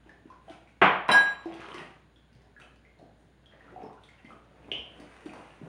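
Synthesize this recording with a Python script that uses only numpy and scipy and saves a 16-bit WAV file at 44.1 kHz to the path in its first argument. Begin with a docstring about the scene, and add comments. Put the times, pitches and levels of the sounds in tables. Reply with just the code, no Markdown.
"""A kitchen sink with tiled walls, where dishes are washed by hand. A soapy cup is set down hard on the stone
counter and chinks against other crockery; then hands grope in the basin, where things slide, slosh and knock.
Impacts are causal pulses (cup on stone) or decaying modes (cup, plate, crockery); rubbing and suds are coloured
random grains. Sparse, decaying echoes let the walls ring on after every blow, over room noise and a motor hum."""
import sys
import numpy as np
from scipy import signal
from scipy.fft import rfft, irfft
from scipy.io import wavfile
from scipy.ndimage import uniform_filter1d

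SR = 44100
rng = np.random.default_rng(int(sys.argv[2]) if len(sys.argv) > 2 else 0)


def to_wav(sig):
    """Store sig (one row per channel, or 1-D mono) as 16-bit WAV at the path in sys.argv[1].

    Samples outside -1..1 are clipped; the rate is SR.
    """
    pcm = np.clip(np.atleast_2d(sig), -1, 1) * 32767
    pcm = np.round(pcm).astype(np.int16)
    wavfile.write(sys.argv[1], SR, pcm.T)  # frames by channels


N = 250488  # length in samples

# All levels are relative; scene() sets the balance between the layers.
# Spectrum of the room noise: f/Hz, density/dB
AIR_SPECTRUM = [(12, -42.5), (20, -24.5), (59, -10.5), (104, 3.5), (301, -3.5), (1320, -19), (1520, -12.5),
                (2450, -21.5), (3830, -23), (5980, -37.5), (6880, -28.5), (7690, -42), (9360, -31.5),
                (11700, -52), (15900, -39.5)]
AIR_DB = -63.0
HUM_HZ, HUM_DB = 59.6, -62.5  # refrigerator motor: mean frequency and level

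# Reverberation of the tiled walls: f/Hz, T60/s, level/dB
WALL_BANDS = [(99.5, 0.57, -7.5), (288, 0.38, -4.5), (730, .55, 0.5), (1810, 0.51, -2.5), (4900, 0.46, -1),
              (8900, 0.15, 0.5), (15860, 0.14, -7.5)]

# Moves of the hands among the dishes: t/s of the peak, build-up/s, sliding level/dB, wet rubbing level/dB,
# suds level/dB
HAND_STROKES = [(.085, 0.079, -55.5, -61, -82), (.316, 0.14, -59.5, -64.5, -85),
                (0.515, 0.086, -53, -55, -69), (.69, .03, -72, -66, -78.5), (1.519, 0.043, -45, -63, -81),
                (1.63, 0.22, -48.5, -46, -80), (1.8, 0.33, -47.5, -47.5, -64.5),
                (2.18, 0.043, -72, -73, -90), (2.43, 0.11, -59, -69, -86),
                (2.611, 0.037, -53.5, -58.5, -70), (2.85, .02, -60.5, -69.5, -92),
                (3.02, .07, -51, -76.5, -85), (3.2, .05, -62, -80, -77), (3.551, .1, -62.5, -60.5, -91),
                (3.68, 0.13, -56.5, -63, -82), (3.83, 0.24, -44.5, -60, -80),
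                (4.05, 0.058, -64.5, -68, -73), (4.18, 0.22, -72.5, -60, -84.5),
                (4.309, .12, -50.5, -60.5, -73.5), (4.65, 0.29, -56, -60, -84),
                (4.76, 0.26, -45, -65, -74.5), (4.9, 0.27, -68, -62, -88), (5.01, 0.11, -46, -56.5, -71),
                (5.15, 0.36, -72, -57, -70.5), (5.28, 0.11, -46, -57, -68), (5.39, 0.23, -48, -54, -68.5),
                (5.54, 0.75, -61, -56.5, -73.5), (5.66, 0.16, -48, -58.5, -73)]
# Spectrum of dishes sliding: f/Hz, density/dB
SLIDE_SPECTRUM = [(70, -24.5), (130, -1), (300, -1), (700, -6), (1200, -19), (2000, -36.5), (4000, -55.5)]
# Spectrum of wet rubbing: f/Hz, density/dB
RUB_SPECTRUM = [(470, -28.5), (800, -5.5), (1200, -5), (1380, -6), (1870, -6.5), (2190, -8.5), (2540, -8),
                (6500, -35), (8450, -57.5), (14300, -120)]
# Spectrum of suds bursting: f/Hz, density/dB
SUDS_SPECTRUM = [(3530, -28), (6000, -3), (8020, -6), (9100, 3), (9590, 1), (11600, -24.5), (13600, -28.5),
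                 (15100, -17.5), (15900, -20)]
BUILD_DB = 16  # rise over the build-up
SLIDE_FALL_DB_S, RUB_FALL_DB_S, SUDS_FALL_DB_S = 111, 122.5, 111  # dying away after the peak, dB/s
RATTLES_PER_S, RATTLE_DB, RATTLE_T60_S = 51, -4, 0.012  # small clinks of cutlery under the rubbing hands

# Knocks of assorted crockery, cutlery and basin: t/s, level/dB, f/Hz, T60/s, level/dB of the contact tick
# (3 dB is added to the tick)
CROCKERY_KNOCKS = [(0.06, -50, 314, 0.083, -92), (0.093, -45, 1750, 0.031, -66),
                   (0.255, -35, 301, 0.026, -85), (0.301, -47, 1035, 0.076, -67),
                   (0.481, -38.5, 679, 0.028, -77), (0.498, -23, 3230, 0.0023, -58),
                   (0.501, -40, 322, 0.067, -87), (0.513, -55, 2230, 0.032, -65),
                   (0.674, -43.5, 2270, 0.0073, -70), (0.816, -11.5, 367, 0.043, -93),
                   (0.817, -69, 11450, 0.12, -91), (1.083, -23, 1500, .01, -46),
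                   (1.089, -19.5, 1006, 0.048, -84.5), (1.124, -36, 920, 0.036, -89.5),
                   (1.456, -34.5, 331.7, 0.57, -59), (1.458, -25.5, 735, 0.01, -87),
                   (1.531, -42.5, 3300, 0.01, -75), (1.54, -49, 8700, 0.005, -53.5),
                   (1.604, -61, 6000, 0.0026, -56), (1.644, -36, 1300, 0.013, -80.5),
                   (1.684, -31, 460, 0.016, -71), (1.727, -37.5, 1173, 0.029, -68),
                   (1.743, -43.5, 354, 0.44, -49), (1.75, -37.5, 2010, 0.018, -90),
                   (1.782, -20, 2720, 0.0037, -54), (1.801, -42, 1890, 0.032, -79),
                   (2.16, -52, 3400, 0.012, -73), (2.329, -59.5, 4980, 0.0087, -68.5),
                   (2.35, -56, 125.8, 0.4, -67.5), (2.419, -60, 4960, 0.005, -70.5),
                   (2.564, -45.5, 1670, 0.03, -82.5), (2.599, -49, 1370, 0.03, -58.5),
                   (2.615, -41, 2560, .012, -76.5), (2.619, -48.5, 3010, 0.015, -90),
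                   (2.759, -66, 4720, 0.0073, -67.5), (2.85, -49, 2137, 0.021, -76),
                   (2.989, -56, 4220, 0.009, -70), (2.995, -48, 670, 0.027, -80),
                   (3.025, -43, 302, 0.045, -77.5), (3.459, -49.5, 3250, 0.017, -69),
                   (3.523, -48.5, 1790, 0.014, -89.5), (3.535, -47, 577, 0.024, -83),
                   (3.607, -50, 1864, 0.033, -74), (3.68, -47, 1340, 0.019, -86),
                   (3.721, -48, 368, 0.1, -76), (3.76, -40, 765, 0.048, -87),
                   (3.832, -46.5, 433, 0.13, -71), (3.833, -53.5, 5270, 0.0086, -94),
                   (3.846, -45.5, 890, 0.038, -84), (3.897, -43, 1033, 0.019, -86),
                   (3.93, -58, 8500, 0.0052, -66), (3.977, -52.5, 1390, 0.024, -91),
                   (4.036, -32, 3440, 0.0039, -60.5), (4.088, -48.5, 2125, 0.026, -62),
                   (4.245, -40, 220, 0.043, -67), (4.25, -46, 2090, 0.025, -95),
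                   (4.305, -40.5, 1257, 0.024, -82), (4.718, -17, 423, 0.0095, -49),
                   (4.78, -52, 64.2, 0.57, -61), (5.0, -32.5, 267, 0.023, -56),
                   (5.258, -33.5, 314, 0.11, -57), (5.323, -55, 302, 0.027, -67),
                   (5.335, -29.5, 953, 0.011, -56), (5.614, -24, 230, 0.019, -90),
                   (5.631, -37.5, 163.5, 0.11, -79)]
# Blows on a small plate in the basin: t/s, level/dB
PLATE_BLOWS = [(4.716, -24.5)]
# Modes of the plate: f/Hz, level/dB, T60/s
PLATE_MODES = [(1400, -23.5, 0.0061), (2480, 0, 0.0098), (2897, -4, 0.017), (3040, 4.5, 0.017),
               (3250, -23, .2), (2344, -9.5, 0.0062)]
# Spectrum of the contact ticks: f/Hz, density/dB
TICK_SPECTRUM = [(300, -10), (1000, 4.5), (3000, 6), (5500, -0.5), (8000, -9.5), (9200, -3), (11500, -25),
                 (15000, -18.5)]

# Blows of the cup on the stone: t/s, level/dB
CUP_LANDINGS = [(.818, -3), (1.09, -11), (1.113, -25), (1.135, -17.5), (1.255, -30)]
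# Spectrum of thick ceramic on stone: f/Hz, density/dB
STONE_SPECTRUM = [(35, -55.5), (85, -26.5), (156, -5.5), (514, -11.5), (578, -10), (713, -7), (783, -9.5),
                  (1090, -6), (1580, -8), (2460, -13.5), (3250, -20.5), (4720, -47), (11700, -64),
                  (13500, -73.5), (15900, -68)]
GRAZE_S, GRAZE_DB = 0.002527, -17.5  # an edge touches this long before the blow
REBOUND_S, REBOUND_DB, REBOUND_FADE_DB = .0102, -15, -2  # chatter of the base: spacing, first level, change at each

# Blows on the rim of the cup: t/s, level/dB
RIM_BLOWS = [(1.086, -9), (1.114, 7)]
# Lower member of each mode pair of the cup: f/Hz
CUP_MODE_HZ = [1641, 3090, 3932, 5120, 5681, 7483, 8796, 9230, 10150, 10840, 12095, 13722, 14959, 15706]
# Beating of each mode pair: level/dB, T60/s, beat f/Hz, signed relative height of the twin
CUP_MODE_PAIRS = [(-16, 0.53, 7.65, -0.52), (-40, 0.44, 12, 0.81), (-33, 0.45, 10.5, 0.75),
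                  (-49.5, 0.39, 2.5, 0.92), (-50, 0.45, 7.5, -0.52), (-49.5, 0.53, 12, -0.5),
                  (-58.5, 0.27, 9, .3), (-46, 0.4, 9.4, 0.63), (-57, .34, 7.4, -.35), (-56, .35, 13, 0.25),
                  (-62.5, 0.28, 16, 0.14), (-76, .3, 4, 0.2), (-70.5, .3, 4, 0.63), (-69.5, .3, 3, .4)]
# Spectrum of glaze cracking against glaze: f/Hz, density/dB
CRACK_SPECTRUM = [(1500, -33), (3000, 3), (5000, -4), (7000, -19.5), (9200, -5.5), (12000, -24.5),
                  (15000, -22.5)]
CRACK_DB = -43
SETTLE_S, SETTLE_DB_S, SETTLED_DB = 1.33, 301, -10  # the cup comes to rest: lowest pair damped from t, rate, floor

EDGE_HZ = 15900  # upper band limit


def amp(db):
    """Level definition: converts decibels to an amplitude ratio."""
    return 10 ** (np.asarray(db) / 20)


def evened(x):
    """Power normalisation: scales to rms 1."""
    return x / np.sqrt(np.mean(x ** 2) + 1e-20)


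def read(points, hz, column=1):
    """Logarithmic frequency scale: interpolates a table column along it."""
    rows = np.transpose(points)
    return np.interp(np.log(hz + 1), np.log(rows[0] + 1), rows[column])


def add(mix, s, sound):
    """Superposition: adds a sound into the mix at second s."""
    part = mix[round(s * SR):][:len(sound)]
    part += sound[:len(part)]


def coloured(x, spectrum):
    """Linear filtering: shapes a long signal by a spectrum, to rms 1."""
    gain = amp(read(spectrum, np.fft.rfftfreq(len(x), 1 / SR)))
    return evened(irfft(rfft(x) * gain, len(x)))


def air():
    """Stationary noise of the room, and a motor hum under slow amplitude and frequency modulation."""
    noise = rng.standard_normal((2, N))
    waver = evened(uniform_filter1d(uniform_filter1d(noise, 3000), 3000))
    phase = 2 * np.pi * np.cumsum(HUM_HZ + 1.3 * waver[1]) / SR
    hum = amp(HUM_DB + 1.4 * waver[0]) * np.sin(phase)
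    return amp(AIR_DB) * coloured(rng.standard_normal(N), AIR_SPECTRUM) + hum


def kitchen(x):
    """Reverberation: sparse echoes of random sign, each band decaying at its own rate; three tails take turns."""
    at = np.arange(100, SR // 2 + 8000, 20) + rng.integers(0, 20, (3, 1498))
    taps = np.zeros((3, SR))
    np.put_along_axis(taps, at, rng.choice([-1., 1.], at.shape), 1)
    hz, t, bands = signal.stft(taps, SR, nperseg=256)
    level_db = read(WALL_BANDS, hz, column=2)[:, None]
    decay_db = 60 * t / read(WALL_BANDS, hz)[:, None]
    tails = signal.istft(bands * amp(level_db - decay_db), SR, nperseg=256)[1]
    tails[:, :100] = 0  # no echo before the first reflection
    turn = np.arange(N) / SR * 2 * np.pi * 1.3 + np.arange(3)[:, None] * np.pi / 3
    echoes = signal.fftconvolve(x * np.cos(turn), tails / np.linalg.norm(tails[0]), axes=1)
    return echoes[:, :N].sum(0)


def rattle():
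    """Random excitation of damped resonators: sparse small clinks at a dozen pitches, rms 1."""
    t, hz = np.arange(SR // 20) / SR, np.geomspace(900, 3100, 12)
    struck = rng.random((len(hz), N)) < RATTLES_PER_S / len(hz) / SR
    blows = struck * rng.standard_normal((len(hz), N))
    rise = np.minimum(t / 0.0008, 1)
    rings = amp(-60 * t / RATTLE_T60_S) * np.sin(2 * np.pi * hz[:, None] * t) * rise
    return evened(signal.oaconvolve(blows, rings, axes=1)[:, :N].sum(0))


def hands(slips_per_s=900, pops_per_s=1200, size_db=4, smooth=.8):
    """Stick-slip friction of sliding dishes below, wet rubbing and bursting suds above, swelling at each move."""
    size = amp(size_db * np.minimum(rng.exponential(1, (2, N)), 4)) * rng.standard_normal((2, N))
    grains = size * (rng.random((2, N)) < np.array([[slips_per_s], [pops_per_s]]) / SR)
    slips, pops = (evened(g) + smooth * rng.standard_normal(N) for g in grains)
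    foam = pops + 2.5 * rng.standard_normal(N)  # the finest bubbles merge into hiss
    t, power = np.arange(0, N / SR + .01, .002), 0
    falls = np.array([[SLIDE_FALL_DB_S], [RUB_FALL_DB_S], [SUDS_FALL_DB_S]])
    for s, build_s, *levels_db in HAND_STROKES:
        tops_db = np.array(levels_db)[:, None]
        before_db = BUILD_DB * np.maximum(s - t, 0) / abs(build_s)
        after_db = falls * np.maximum(t - s, 0)
        power = power + amp(tops_db - before_db - after_db) ** 2
    slide_gain, rub_gain, suds_gain = [np.interp(np.arange(N) / SR, t, np.sqrt(p)) for p in power]
    sliding = slide_gain * coloured(slips, SLIDE_SPECTRUM)
    rubbing = rub_gain * (coloured(pops, RUB_SPECTRUM) + amp(RATTLE_DB) * rattle())
    return sliding + rubbing + suds_gain * coloured(foam, SUDS_SPECTRUM)


def knocks(side_db=-6):
    """Modal decay: a damped mode, a quicker neighbour and a tick; gives near sound and what reaches the walls."""
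    t, out = np.arange(SR // 3) / SR, np.zeros((2, N))
    grit = coloured(rng.standard_normal(N), TICK_SPECTRUM)
    plate = [(s, db + d, hz, t60, -np.inf) for s, db in PLATE_BLOWS for hz, d, t60 in PLATE_MODES]
    rows = CROCKERY_KNOCKS + plate
    nearby = rng.uniform(.92, 1.08, (len(rows), 1))  # frequency ratio of the neighbour
    for (s, db, hz, t60, tick_db), near in zip(rows, nearby):
        fade = amp(-60 * t / max(t60, .002))
        neighbour = amp(side_db) * fade * np.sin(2 * np.pi * hz * near * t)
        ring = np.sin(2 * np.pi * hz * t) + neighbour
        rise = np.sin(np.pi / 2 * np.minimum(t / (0.0012 + 1.0 / hz), 1)) ** 2  # the blow is soft and wet
        sound = amp(db) * ring * fade * rise
        tick_gain = amp(tick_db + 3 - 60 * t / 0.02) * np.minimum(t / 0.00069, 1)
        tick = tick_gain * np.roll(grit, -round(s * SR))[:len(t)]
        add(out[0], s, sound + tick)
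        # long low rings stay in the basin and counter
        add(out[1], s, sound * min(0.11 / t60, hz / 600, 1) + tick)
    return out


def landings():
    """Minimum-phase impact: each contact is a short causal pulse, dull as ceramic on stone; graze, blow, rebounds."""
    density_db = read(STONE_SPECTRUM, abs(np.fft.fftfreq(4096, 1 / SR)))
    log_gain = np.log(amp(np.maximum(density_db, -100)))
    pulse = np.fft.ifft(np.exp(log_gain - 1j * signal.hilbert(log_gain).imag)).real[:2048]
    pulse = pulse / abs(pulse).max()
    out, k = np.zeros(N), np.arange(6)
    after_s = np.r_[-GRAZE_S, 0, REBOUND_S * (k + 1)]
    under_db = np.r_[GRAZE_DB, 0, REBOUND_DB + REBOUND_FADE_DB * k]
    # only the rebounds after the first are irregular
    irregular = (after_s > REBOUND_S * 1.5)[:, None]
    uneven = rng.uniform(-1, 1, (len(CUP_LANDINGS), len(after_s), 2)) * irregular
    for (s, db), chance in zip(CUP_LANDINGS, uneven):
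        for dt, d, (late, loud) in zip(after_s, under_db, chance):
            add(out, s + dt + .3 * REBOUND_S * late, amp(db + d + 4 * loud) * pulse)
    return out


def cup():
    """Beating of split modes: pairs start in step or opposed, by the twin's sign, and beat; gives ring and crack."""
    t, out = np.arange(SR * 3 // 4) / SR, np.zeros((2, N))
    modes = []
    for hz, (db, t60, beat, twin) in zip(CUP_MODE_HZ, CUP_MODE_PAIRS):
        pair = np.sin(2 * np.pi * hz * t) + twin * np.sin(2 * np.pi * (hz + beat) * t)
        modes.append(amp(db - 60 * t / t60) * pair)
    lowest = modes[0] * np.minimum(t / 0.057, 1)  # builds up as the cup rattles
    upper = sum(modes[1:])
    crack = amp(CRACK_DB - 60 * t / 0.035) * coloured(rng.standard_normal(len(t)), CRACK_SPECTRUM)
    rise = np.minimum(t / .002, 1)
    for s, db in RIM_BLOWS:
        damping = amp(np.clip(SETTLE_DB_S * (SETTLE_S - s - t), SETTLED_DB, 0))
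        add(out[0], s, amp(db) * rise * (upper + lowest * damping))
        add(out[1], s, amp(db) * crack * rise)
    return out


def scene():
    """Superposition of direct and reverberant sound, each source with its own share of either."""
    thud, (ring, crack), (knock, far), rub = landings(), cup(), knocks(), hands()
    to_walls = amp(6.0) * thud + amp(-17.5) * ring + amp(7.0) * crack + amp(1.5) * far + amp(-10.0) * rub
    direct = thud + ring + crack + amp(2.0) * knock + amp(-6) * rub
    return (direct + kitchen(to_walls) + air())[None]


def record(dry):
    """Band limitation: a linear-phase low-pass removes what lies above the edge."""
    lowpass = signal.firwin(511, EDGE_HZ, window=("kaiser", 9), fs=SR)
    return signal.oaconvolve(dry, lowpass[None], "same")


dry = scene()
out = record(dry)
to_wav(out)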